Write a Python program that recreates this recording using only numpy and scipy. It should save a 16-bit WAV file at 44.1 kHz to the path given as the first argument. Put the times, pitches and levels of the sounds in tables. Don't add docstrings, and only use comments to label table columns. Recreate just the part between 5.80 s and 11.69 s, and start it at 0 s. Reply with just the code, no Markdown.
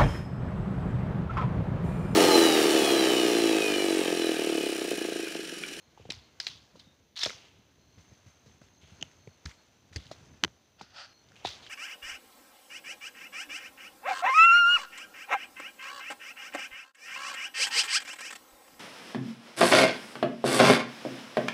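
import sys
import numpy as np
from scipy import signal
from scipy.fft import rfft, irfft
from scipy.io import wavfile

SR = 44100
rng = np.random.default_rng(int(sys.argv[2]) if len(sys.argv) > 2 else 0)


def amplitude_ratio(level_db):
    exponent = np.asarray(level_db, float) / 20
    return 10 ** exponent


def store_pcm(level_fs):
    pcm = np.round(np.clip(level_fs, -1, 1) * 32767).astype(np.int16)
    wavfile.write(sys.argv[1], SR, np.atleast_2d(pcm).T)


N = 259925

# f/Hz, density/dB per Hz
LEAVES = [(530, -37.5), (900, -6), (1770, -4.5), (2070, 0), (2300, -2.5), (2890, -3.5), (3550, -4),
          (5680, -5), (6250, -3), (6890, -7), (8150, -18), (11800, -30.5), (16000, -34)]


def rms_one(x):
    return x / np.sqrt(np.mean(x ** 2) + 1e-20)


def in_time(rows):
    s, *columns = np.transpose(rows)
    return [np.interp(np.arange(N) / SR, s, c) for c in columns]


def add(out, s, sound):
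    at = round(s * SR)
    out[at:at + len(sound)] += sound[:N - at]


def colour(x, spectrum):
    hz, db = np.transpose(spectrum)
    bin_hz = np.arange(2049) * SR / 4096
    log_gain = np.log(amplitude_ratio(np.interp(np.log(bin_hz + 1), np.log(hz), db)))
    cepstrum = irfft(log_gain)
    cepstrum[1:2048] *= 2
    cepstrum[2049:] = 0
    response = irfft(np.exp(rfft(cepstrum)))
    return signal.fftconvolve(x, response / np.sqrt(np.sum(response ** 2)))[:len(x)]


def drift(rate_hz):
    r = np.exp(-2 * np.pi * rate_hz / SR)
    noise = rng.standard_normal(N + SR)
    return rms_one(signal.lfilter([1], [1, -2 * r, r * r], noise)[SR:])


def resonate(x, hz, width_hz):
    r = np.exp(-np.pi * width_hz / SR)
    poles = [1, -2 * r * np.cos(2 * np.pi * hz / SR), r * r]
    return signal.lfilter([(1 - r * r) / 2, 0, (r * r - 1) / 2], poles, x)


def resonate_steep(x, hz, width_hz):
    return resonate(resonate(x, hz, width_hz), hz, width_hz)


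def crackle(per_s, spread_db):
    sizes = amplitude_ratio(spread_db * np.minimum(rng.exponential(1, N), 4)) * rng.choice([-1, 1], N)
    struck = rng.random(N) < per_s / SR
    return rms_one(sizes * struck / np.sqrt(per_s))


def flakes(per_s, spread_db, cycles):
    clicks = crackle(per_s, spread_db)
    pitches_hz = np.geomspace(900, 15000, 24)
    dealt = rng.integers(0, len(pitches_hz), N)
    total = np.zeros(N)
    for k, hz in enumerate(pitches_hz):
        own_clicks = clicks * (dealt == k) + 1e-18
        total += np.sqrt(hz) * rms_one(resonate(own_clicks, hz, hz / cycles))
    return rms_one(total)


def cracks():
    # peak t/s, peak level/dB, ring f/Hz
    early_ticks = [(0.3029, -30.5, 3720), (0.3056, -22.5, 3990), (0.307, -28, 3740), (0.3093, -30, 2970),
                   (0.311, -32, 2470), (0.3206, -27.5, 5000), (0.3228, -35, 5430), (0.331, -41, 3270),
                   (0.6014, -21.5, 4880), (0.6032, -22, 4380), (0.6057, -31, 3750), (0.61, -38, 4570),
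                   (0.6124, -34, 4050), (0.6167, -35, 4570), (0.668, -17, 4070), (0.671, -23, 3700),
                   (0.6752, -32, 5100), (0.679, -33, 3360), (0.6816, -35, 3190), (0.6868, -33, 3860),
                   (0.689, -43, 4390), (0.9945, -48, 4160), (0.9972, -40, 3670), (0.9991, -41, 3770),
                   (1.003, -49, 3160), (1.3645, -37, 4050), (1.369, -42, 3720), (1.371, -34, 3620),
                   (1.3747, -37, 3960), (1.3768, -31, 3870), (1.3915, -28, 4260), (1.3943, -27, 5350),
                   (1.4066, -30, 3700), (1.4087, -30, 3930), (1.4135, -31, 3450), (1.416, -25, 3620),
                   (1.4187, -30, 5030), (1.4215, -30, 5340), (1.4255, -29, 3620), (1.428, -25, 3620),
                   (1.431, -30, 5740), (1.4338, -16, 3650), (1.435, -32.5, 4100), (1.4369, -16, 5140),
                   (1.44, -22, 5000), (1.4427, -30, 6500), (1.4459, -25, 3700), (1.4507, -17, 3374),
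                   (1.4577, -21.5, 5170), (1.4605, -23.5, 4010), (1.4628, -20, 3750), (1.4655, -30, 1680),
                   (1.4717, -34, 3360), (1.4745, -41, 3840), (1.483, -37, 3800), (1.4948, -32, 2020),
                   (1.4975, -32, 2150)]
    # peak t/s, peak level/dB, ring f/Hz
    late_ticks = [(3.6576, -32, 5340), (3.66, -32, 4230), (3.6633, -38, 1780), (3.6655, -44, 1710),
                  (3.6867, -51, 4740), (3.6941, -50, 1970), (3.7115, -45, 1680), (3.7151, -45, 2070),
                  (4.1278, -46, 1940), (4.1317, -47, 1840), (4.1627, -25, 4650), (4.1656, -34, 1960),
                  (4.1676, -31, 4650), (4.1692, -37, 4740), (4.171, -37, 4480), (4.1734, -49, 2330),
                  (4.2576, -45, 4390), (4.267, -44, 3730), (4.2686, -46, 2930), (4.3143, -41, 3680),
                  (4.3158, -39, 4220), (4.3185, -52, 4310), (4.3211, -52, 4310), (5.0136, -41, 2400),
                  (5.0158, -42, 3900), (5.5585, -48.5, 2480), (5.5645, -44.5, 3100), (5.6485, -37, 3670),
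                  (5.651, -36, 2170), (5.6548, -41, 4030), (5.6564, -24, 3600), (5.6583, -31, 2410),
                  (5.6606, -25.5, 3880), (5.6663, -32, 3440), (5.6689, -34, 3620), (5.6715, -24.5, 3620),
                  (5.6741, -28, 3600), (5.6771, -40, 4570), (5.6793, -35, 3880), (5.6828, -33, 3960),
                  (5.6892, -38, 3700), (5.6916, -36, 5770), (5.7055, -39, 3620), (5.8297, -47, 3190),
                  (5.8651, -40.5, 1580), (5.8683, -41, 3100), (5.8743, -46, 2840)]
    # peak t/s, peak level/dB
    stalks = [
        (3.212, -35),
        (3.215, -31),
        (3.2231, -39),
        (3.2267, -15),
        (3.232, -42),
    ]
    # peak t/s, peak level/dB, ring f/Hz,
    # length/s
    ribs = [(0.3024, -28, 4000, 0.00035), (0.3039, -21.5, 2950, 0.00033), (0.305, -34, 5570, 0.00045),
            (0.6017, -25, 3595, 0.00071), (.602, -27.5, 1690, 0.00058), (.6685, -25, 2230, 0.0005),
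            (0.6693, -21.5, 3400, 0.00057), (0.96, -49.5, 1100, 0.00013), (1.498, -27.5, 3790, 0.00044),
            (2.183, -52, 1500, 0.00022), (1.3582, -36, 3450, 0.00032), (1.5042, -28.5, 1400, 0.00037),
            (2.15, -59, 2300, 0.00023), (2.194, -61, 2410, 0.0018), (2.815, -49.5, 1540, 0.00027),
            (2.886, -52, 1500, .0002), (3.315, -48, 2150, .0006), (3.475, -42, 2205, 0.00028),
            (3.6607, -31, 1670, 0.00063), (4.161, -21.5, 4420, 0.00047), (4.1616, -32, 2060, 0.00055),
            (4.165, -45, 7000, 0.00054), (4.317, -47, 7000, 0.00062), (5.488, -49, 3500, .0002),
            (5.52, -47, 1490, 0.00024)]
    tick_ratio, stalk_hz = 1.4, 3000
    found = []
    for s, db, hz in early_ticks + late_ticks:
        second_hz = hz * tick_ratio if hz < 4000 else hz / tick_ratio
        found.append((s, db + 3, hz, second_hz, 0.0003, -4))
    for s, db in stalks:
        found.append((s, db, stalk_hz, 2.135 * stalk_hz, 0.000106, -7.5))
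    for s, db, hz, length_s in ribs:
        found.append((s, db, hz, 1.45 * hz, length_s, -2.5))
    return found


def snaps():
    # f/Hz, density/dB per Hz
    tearing = [(400, -40), (700, -11), (1170, -17.5), (1800, -6), (3160, -4), (5050, -6.5), (6500, -10),
               (8000, -19.5), (9500, -26.5), (12000, -44), (15000, -37), (16400, -43)]
    out, t = np.zeros(N), np.arange(1500) / SR
    for s, db, main_hz, second_hz, length_s, broad_db in cracks():
        age = t / length_s
        burst = rng.standard_normal(len(t)) * age * np.exp(-age)
        main = rms_one(resonate_steep(burst, main_hz, 600))
        second = rms_one(resonate_steep(burst, second_hz, 1000))
        broad = rms_one(colour(burst, tearing))
        sound = main - amplitude_ratio(-7) * second + amplitude_ratio(broad_db + 0.5) * broad
        peak_at = np.abs(sound).argmax()
        add(out, s - peak_at / SR, amplitude_ratio(db) * sound / np.abs(sound).max())
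    return out


def settling():
    # t/s, level/dB, centre f/Hz, t60/s
    settles = [(0.177, -67, 2800, 2.1), (0.3, -48, 3930, 0.37), (0.602, -47.5, 4330, 0.55),
               (0.666, -49, 3400, 0.43), (0.959, -66.5, 4000, 0.27), (0.995, -59, 3700, 0.23),
               (1.361, -43.5, 3720, 0.52), (1.387, -47, 4600, .54), (1.41, -44, 3750, 0.19),
               (1.431, -40.5, 5140, 0.25), (1.458, -53, 2870, 0.9), (3.012, -63.5, 2900, 0.77),
               (3.227, -66, 2740, 0.51), (3.653, -46.5, 5000, 0.045), (4.163, -61, 3400, 0.7),
               (4.313, -49, 4200, 0.1), (5.011, -50.5, 4530, 0.13), (5.556, -64.5, 2720, 2.8),
               (5.645, -45, 3380, 0.44), (5.668, -47, 4200, 0.32), (5.824, -57, 3400, 0.32),
               (5.864, -55, 2950, 0.076)]
    # t/s, level/dB, t60/s
    shuffles = [
        (2.178, -63.5, 0.91),
        (2.315, -68, .46),
        (2.462, -63.5, 0.37),
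        (2.66, -64, 0.68),
        (2.815, -62, 0.37),
        (3.069, -67.5, .8),
        (3.667, -53.5, 0.32),
        (3.69, -57.5, 0.28),
        (4.128, -56.5, 0.95),
        (4.638, -42, 0.053),
    ]
    out, t = np.zeros(N), np.arange(SR // 2) / SR
    fine = amplitude_ratio(0.63 * drift(73.7)) * flakes(6000, spread_db=1.5, cycles=9.2)
    for s, db, hz, t60_s in settles + [(s, db, None, t60_s) for s, db, t60_s in shuffles]:
        grains = fine[round(s * SR):][:len(t)]
        age = t[:len(grains)]
        fading = grains * (1 - np.exp(-age / 0.0012)) * amplitude_ratio(db - 60 * age / t60_s)
        fresh = fading * np.exp(-age / 0.44)
        if hz:
            sound = 2.26 * resonate_steep(fading, hz, 0.61 * hz) + 0.95 * fresh
        else:
            sound = fresh
        add(out, s, colour(sound, LEAVES))
    return out


def leaves():
    # t/s, level/dB
    brush = [(0.0, -73), (0.25, -68), (1.03, -69), (1.41, -79.5), (1.52, -59.5), (1.79, -71.5), (2.05, -73),
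             (2.35, -68.5), (2.98, -72), (3.18, -64), (3.43, -69.5), (3.71, -68), (4.05, -72), (4.35, -63),
             (5.0, -75), (5.45, -69.5), (5.75, -58.5), (5.89, -61.5)]
    # f/Hz, density/dB per Hz
    dull_spectrum = [(150, -44.5), (250, 0), (707, 3), (1190, -2), (1540, -1.5), (1710, -1.5),
                     (2000, -11.5), (3000, -6), (3900, -20), (6600, -120)]
    # t/s, level/dB
    drags = [
        [(4.96, -100), (4.996, -56), (5.09, -66.5)],
        [(5.1, -65), (5.13, -61.5), (5.178, -46.5), (5.24, -49.5), (5.302, -65.5), (5.33, -65.5)],
    ]
    # f/Hz, density/dB per Hz
    cloth = [(290, -62), (500, -67), (544, -10.5), (851, -5), (1050, -15.5), (1350, -0.5), (2080, -10),
             (2210, -16), (2440, -6), (3550, -7), (3910, -10), (4680, -2.5), (9000, -34), (11700, -57),
             (19800, -120)]
    brush_db, = in_time(brush)
    per_s = 4000 * amplitude_ratio(2.0 * drift(11))
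    crisp = amplitude_ratio(brush_db + 0.66 * drift(22)) * colour(flakes(per_s, spread_db=0.0, cycles=2.7), LEAVES)
    dull = amplitude_ratio(brush_db + 1.5 + 0.5 * drift(29)) * colour(crackle(per_s, spread_db=4.0), dull_spectrum)
    drag_db, = in_time([(4.94, -110)] + sum(drags, []) + [(5.36, -110)])
    drag = amplitude_ratio(drag_db + 3.5 + 1.1 * drift(76)) * colour(crackle(6000, spread_db=1.5), cloth)
    return crisp + dull + drag


def damped_blows(table, t60_s, lag_s, rise, rough, sag, under):
    out, t = np.zeros(N), np.arange(8000) / SR
    for s, db, hz in table:
        sagging_hz = hz * (1 + sag * (np.exp(-t * hz / 1.45) - 0.5))
        phase = 2 * np.pi * np.cumsum(sagging_hz) / SR
        grit = rms_one(resonate_steep(rng.standard_normal(len(t)), 1.14 * hz, 1.13 * hz))
        tone = np.sin(phase) + under * np.sin(0.47 * phase) + rough * grit
        sound = tone * amplitude_ratio(-60 * t / t60_s) * (1 - np.exp(-t * hz / rise)) ** 2
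        add(out, s + lag_s, amplitude_ratio(db) * sound / np.abs(sound).max())
    return out


def knocks():
    # t/s, peak level/dB, ring f/Hz
    blows = [(0.173, -39.5, 890), (0.1955, -44.5, 482), (0.2505, -41, 480), (0.2885, -38, 497),
             (0.301, -39, 263), (.599, -50.5, 450), (.666, -44.5, 423), (0.953, -43, 523),
             (0.968, -51, 298), (1.432, -41.5, 378), (1.4585, -23, 630), (1.471, -38, 482),
             (1.492, -41, 460), (1.502, -39.5, 494), (2.176, -55, 507), (2.316, -55, 244),
             (2.461, -49.5, 248), (2.658, -52, 440), (2.814, -44.5, 620), (3.028, -53, 415),
             (3.213, -42.5, 235), (3.225, -37, 675), (3.471, -39, 430), (4.157, -39, 246),
             (4.311, -28.5, 653), (4.638, -35, 263), (4.645, -28.5, 354), (5.0085, -31.5, 847),
             (5.647, -17.5, 782), (5.671, -34.5, 896)]
    return damped_blows(blows, t60_s=0.014, lag_s=0.00197, rise=0.86, rough=0.35, sag=0.1, under=0.38)


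def footfalls():
    # t/s, peak level/dB, ring f/Hz
    thumps = [(0.2, -49, 98.5), (0.252, -45, 72.7), (0.289, -41.5, 150), (0.367, -49.5, 87.5),
              (0.692, -52.5, 108), (0.749, -54, 95), (0.942, -52.5, 205), (1.068, -53, 193),
              (1.462, -45, 93), (1.781, -55, 128), (2.173, -47.5, 95), (2.313, -46.5, 102),
              (2.46, -47, 105), (2.66, -51, 124), (2.813, -46.5, 138), (3.029, -49, 91.3), (3.115, -46, 98),
              (3.219, -42.5, 146), (3.471, -41.5, 120), (3.6525, -35.5, 82.2), (4.111, -47.5, 96.9),
              (4.1575, -28.5, 82.6), (4.256, -47, 99), (4.307, -44, 127), (4.407, -48.5, 112),
              (4.632, -31.5, 208), (4.642, -40.5, 90), (5.01, -45.5, 182), (5.655, -42, 105),
              (5.679, -49, 87), (5.878, -56, 61.9)]
    return damped_blows(thumps, t60_s=0.11, lag_s=0.0013, rise=0.17, rough=0.6, sag=0.64, under=0.079)


def taps():
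    # t/s, level/dB
    whips = [
        (4.6374, -1.5),
        (4.6397, -28),
        (4.646, -22),
        (4.647, -9.5),
        (4.649, -15.5),
        (4.679, -37),
    ]
    # f/Hz, level/dB, t60/s
    modes = [(890, -4.5, 0.0031), (1630, 0.5, 0.0046), (2030, -1, 0.0037), (3100, 2, 0.0047),
             (4420, -4.5, 0.0042), (6100, -3.5, 0.0038), (8300, -28, 0.0038), (10300, -25.5, .003),
             (14800, -32, .003)]
    out, t = np.zeros(N), np.arange(800) / SR
    for s, db in whips:
        rings = np.zeros(len(t))
        for k, (hz, mode_db, t60_s) in enumerate(modes):
            softness_db = 0.11 * db * np.log2(hz / 2200)
            struck_db = mode_db + 0.8 * rng.standard_normal() + softness_db
            rings += (-1) ** k * amplitude_ratio(struck_db - 60 * t / t60_s) * np.sin(2 * np.pi * hz * t)
        add(out, s, amplitude_ratio(db - 3.0) * rings * (1 - np.exp(-t / 0.00015)))
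    return out


def handling():
    # t/s, level/dB
    motion = [(0.0, -73), (0.33, -57), (0.5, -66), (1.2, -68.5), (1.5, -66), (2.9, -67), (3.2, -65),
              (3.95, -71.5), (4.5, -58), (4.85, -71.5), (5.89, -62)]
    # f/Hz, density/dB per Hz
    spectrum = [(12, -50), (20, -42), (32, -32.5), (62, -7), (92, -3.5), (182, -10.5), (273, -12.5),
                (500, -22.5), (650, -51), (1100, -120)]
    motion_db, = in_time(motion)
    return amplitude_ratio(motion_db + 1.9 * drift(6.7)) * colour(rng.standard_normal(N), spectrum)


def song(hz, width_hz):
    lowpass = signal.butter(2, width_hz / 2, fs=SR, output="sos")
    slow = signal.sosfilt(lowpass, rng.standard_normal((2, N)))
    phase = 2 * np.pi * np.cumsum(hz) / SR
    return rms_one(slow[0] * np.cos(phase) + slow[1] * np.sin(phase))


def cicadas():
    # t/s, pitch f/Hz, level/dB
    chorus = [(0, 6460, -68.5), (.25, 6260, -97), (1.9, 6100, -77.5), (2.2, 6195, -67), (2.7, 6290, -70),
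              (3.2, 6340, -66.5), (4.04, 6100, -78), (4.45, 6180, -68.5), (4.9, 6130, -77.5),
              (5.3, 6090, -67), (5.89, 5850, -82)]
    hz, db = in_time(chorus)
    beat = 2 * np.pi * np.cumsum(47.3 + 0.42 * drift(0.89)) / SR
    throb = 1 + 0.37 * np.sin(beat) + 0.14 * np.sin(beat / 2)
    return amplitude_ratio(db - 1.0) * throb * song(hz, width_hz=220)


def cricket():
    # start t/s, length/s, pitch f/Hz, level/dB
    phrases = [
        (-.05, 0.22, 4210, -73),
        (0.368, 0.16, 4260, -66),
        (.98, 0.2, 3730, -66),
        (1.962, .32, 4265, -75),
        (2.602, 0.22, 4150, -78),
        (2.9, .42, 4240, -74),
        (3.33, 0.27, 4300, -72),
        (3.703, 0.21, 4240, -69.5),
        (5.235, 0.22, 4260, -65.5),
    ]
    edge_s, edge_db, rise_hz_per_s = 0.07, 16, 300
    t, pitch_hz, level = np.arange(N) / SR, np.zeros(N), np.zeros(N)
    for s, length_s, hz, db in phrases:
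        inside = np.minimum(t - s, s + length_s - t) / edge_s
        creeping_hz = hz + rise_hz_per_s * (np.minimum(t - s, length_s) - length_s / 2)
        pitch_hz = np.where(t > s - 0.1, creeping_hz, pitch_hz)
        level += amplitude_ratio(db + edge_db * np.minimum(inside - 1, 0))
    return level * amplitude_ratio(1.2 * drift(6.5)) * song(pitch_hz, width_hz=170)


def forest_air():
    # f/Hz, density/dB per Hz
    spectrum = [(120, -46.5), (200, -4.5), (612, -8.5), (1180, -24), (4040, -10.5), (5230, -22.5),
                (6170, -8.5), (7540, -36), (12200, -27), (14900, -31.5), (16000, -41)]
    return amplitude_ratio(-69.5) * colour(rng.standard_normal(N), spectrum)


def scene():
    litter = snaps() + settling() + leaves()
    contact = knocks() + footfalls() + taps() + handling()
    background = cicadas() + cricket() + forest_air()
    return (litter + contact + background)[None]


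def roll_off(x):
    return signal.sosfilt(signal.butter(12, 16530, fs=SR, output="sos"), x)


def record(dry):
    # f/Hz, gain/dB
    microphone = [(20, -12), (45, -1), (70, 0.5), (7000, -3.5), (10000, 0.5), (12500, -4.5), (15000, 6),
                  (15600, -0.5), (15900, -41), (17000, -80)]
    mix = amplitude_ratio(-2.5) * colour(dry[0], microphone)[None]
    return roll_off(mix)


dry = scene()
out = record(dry)
store_pcm(out)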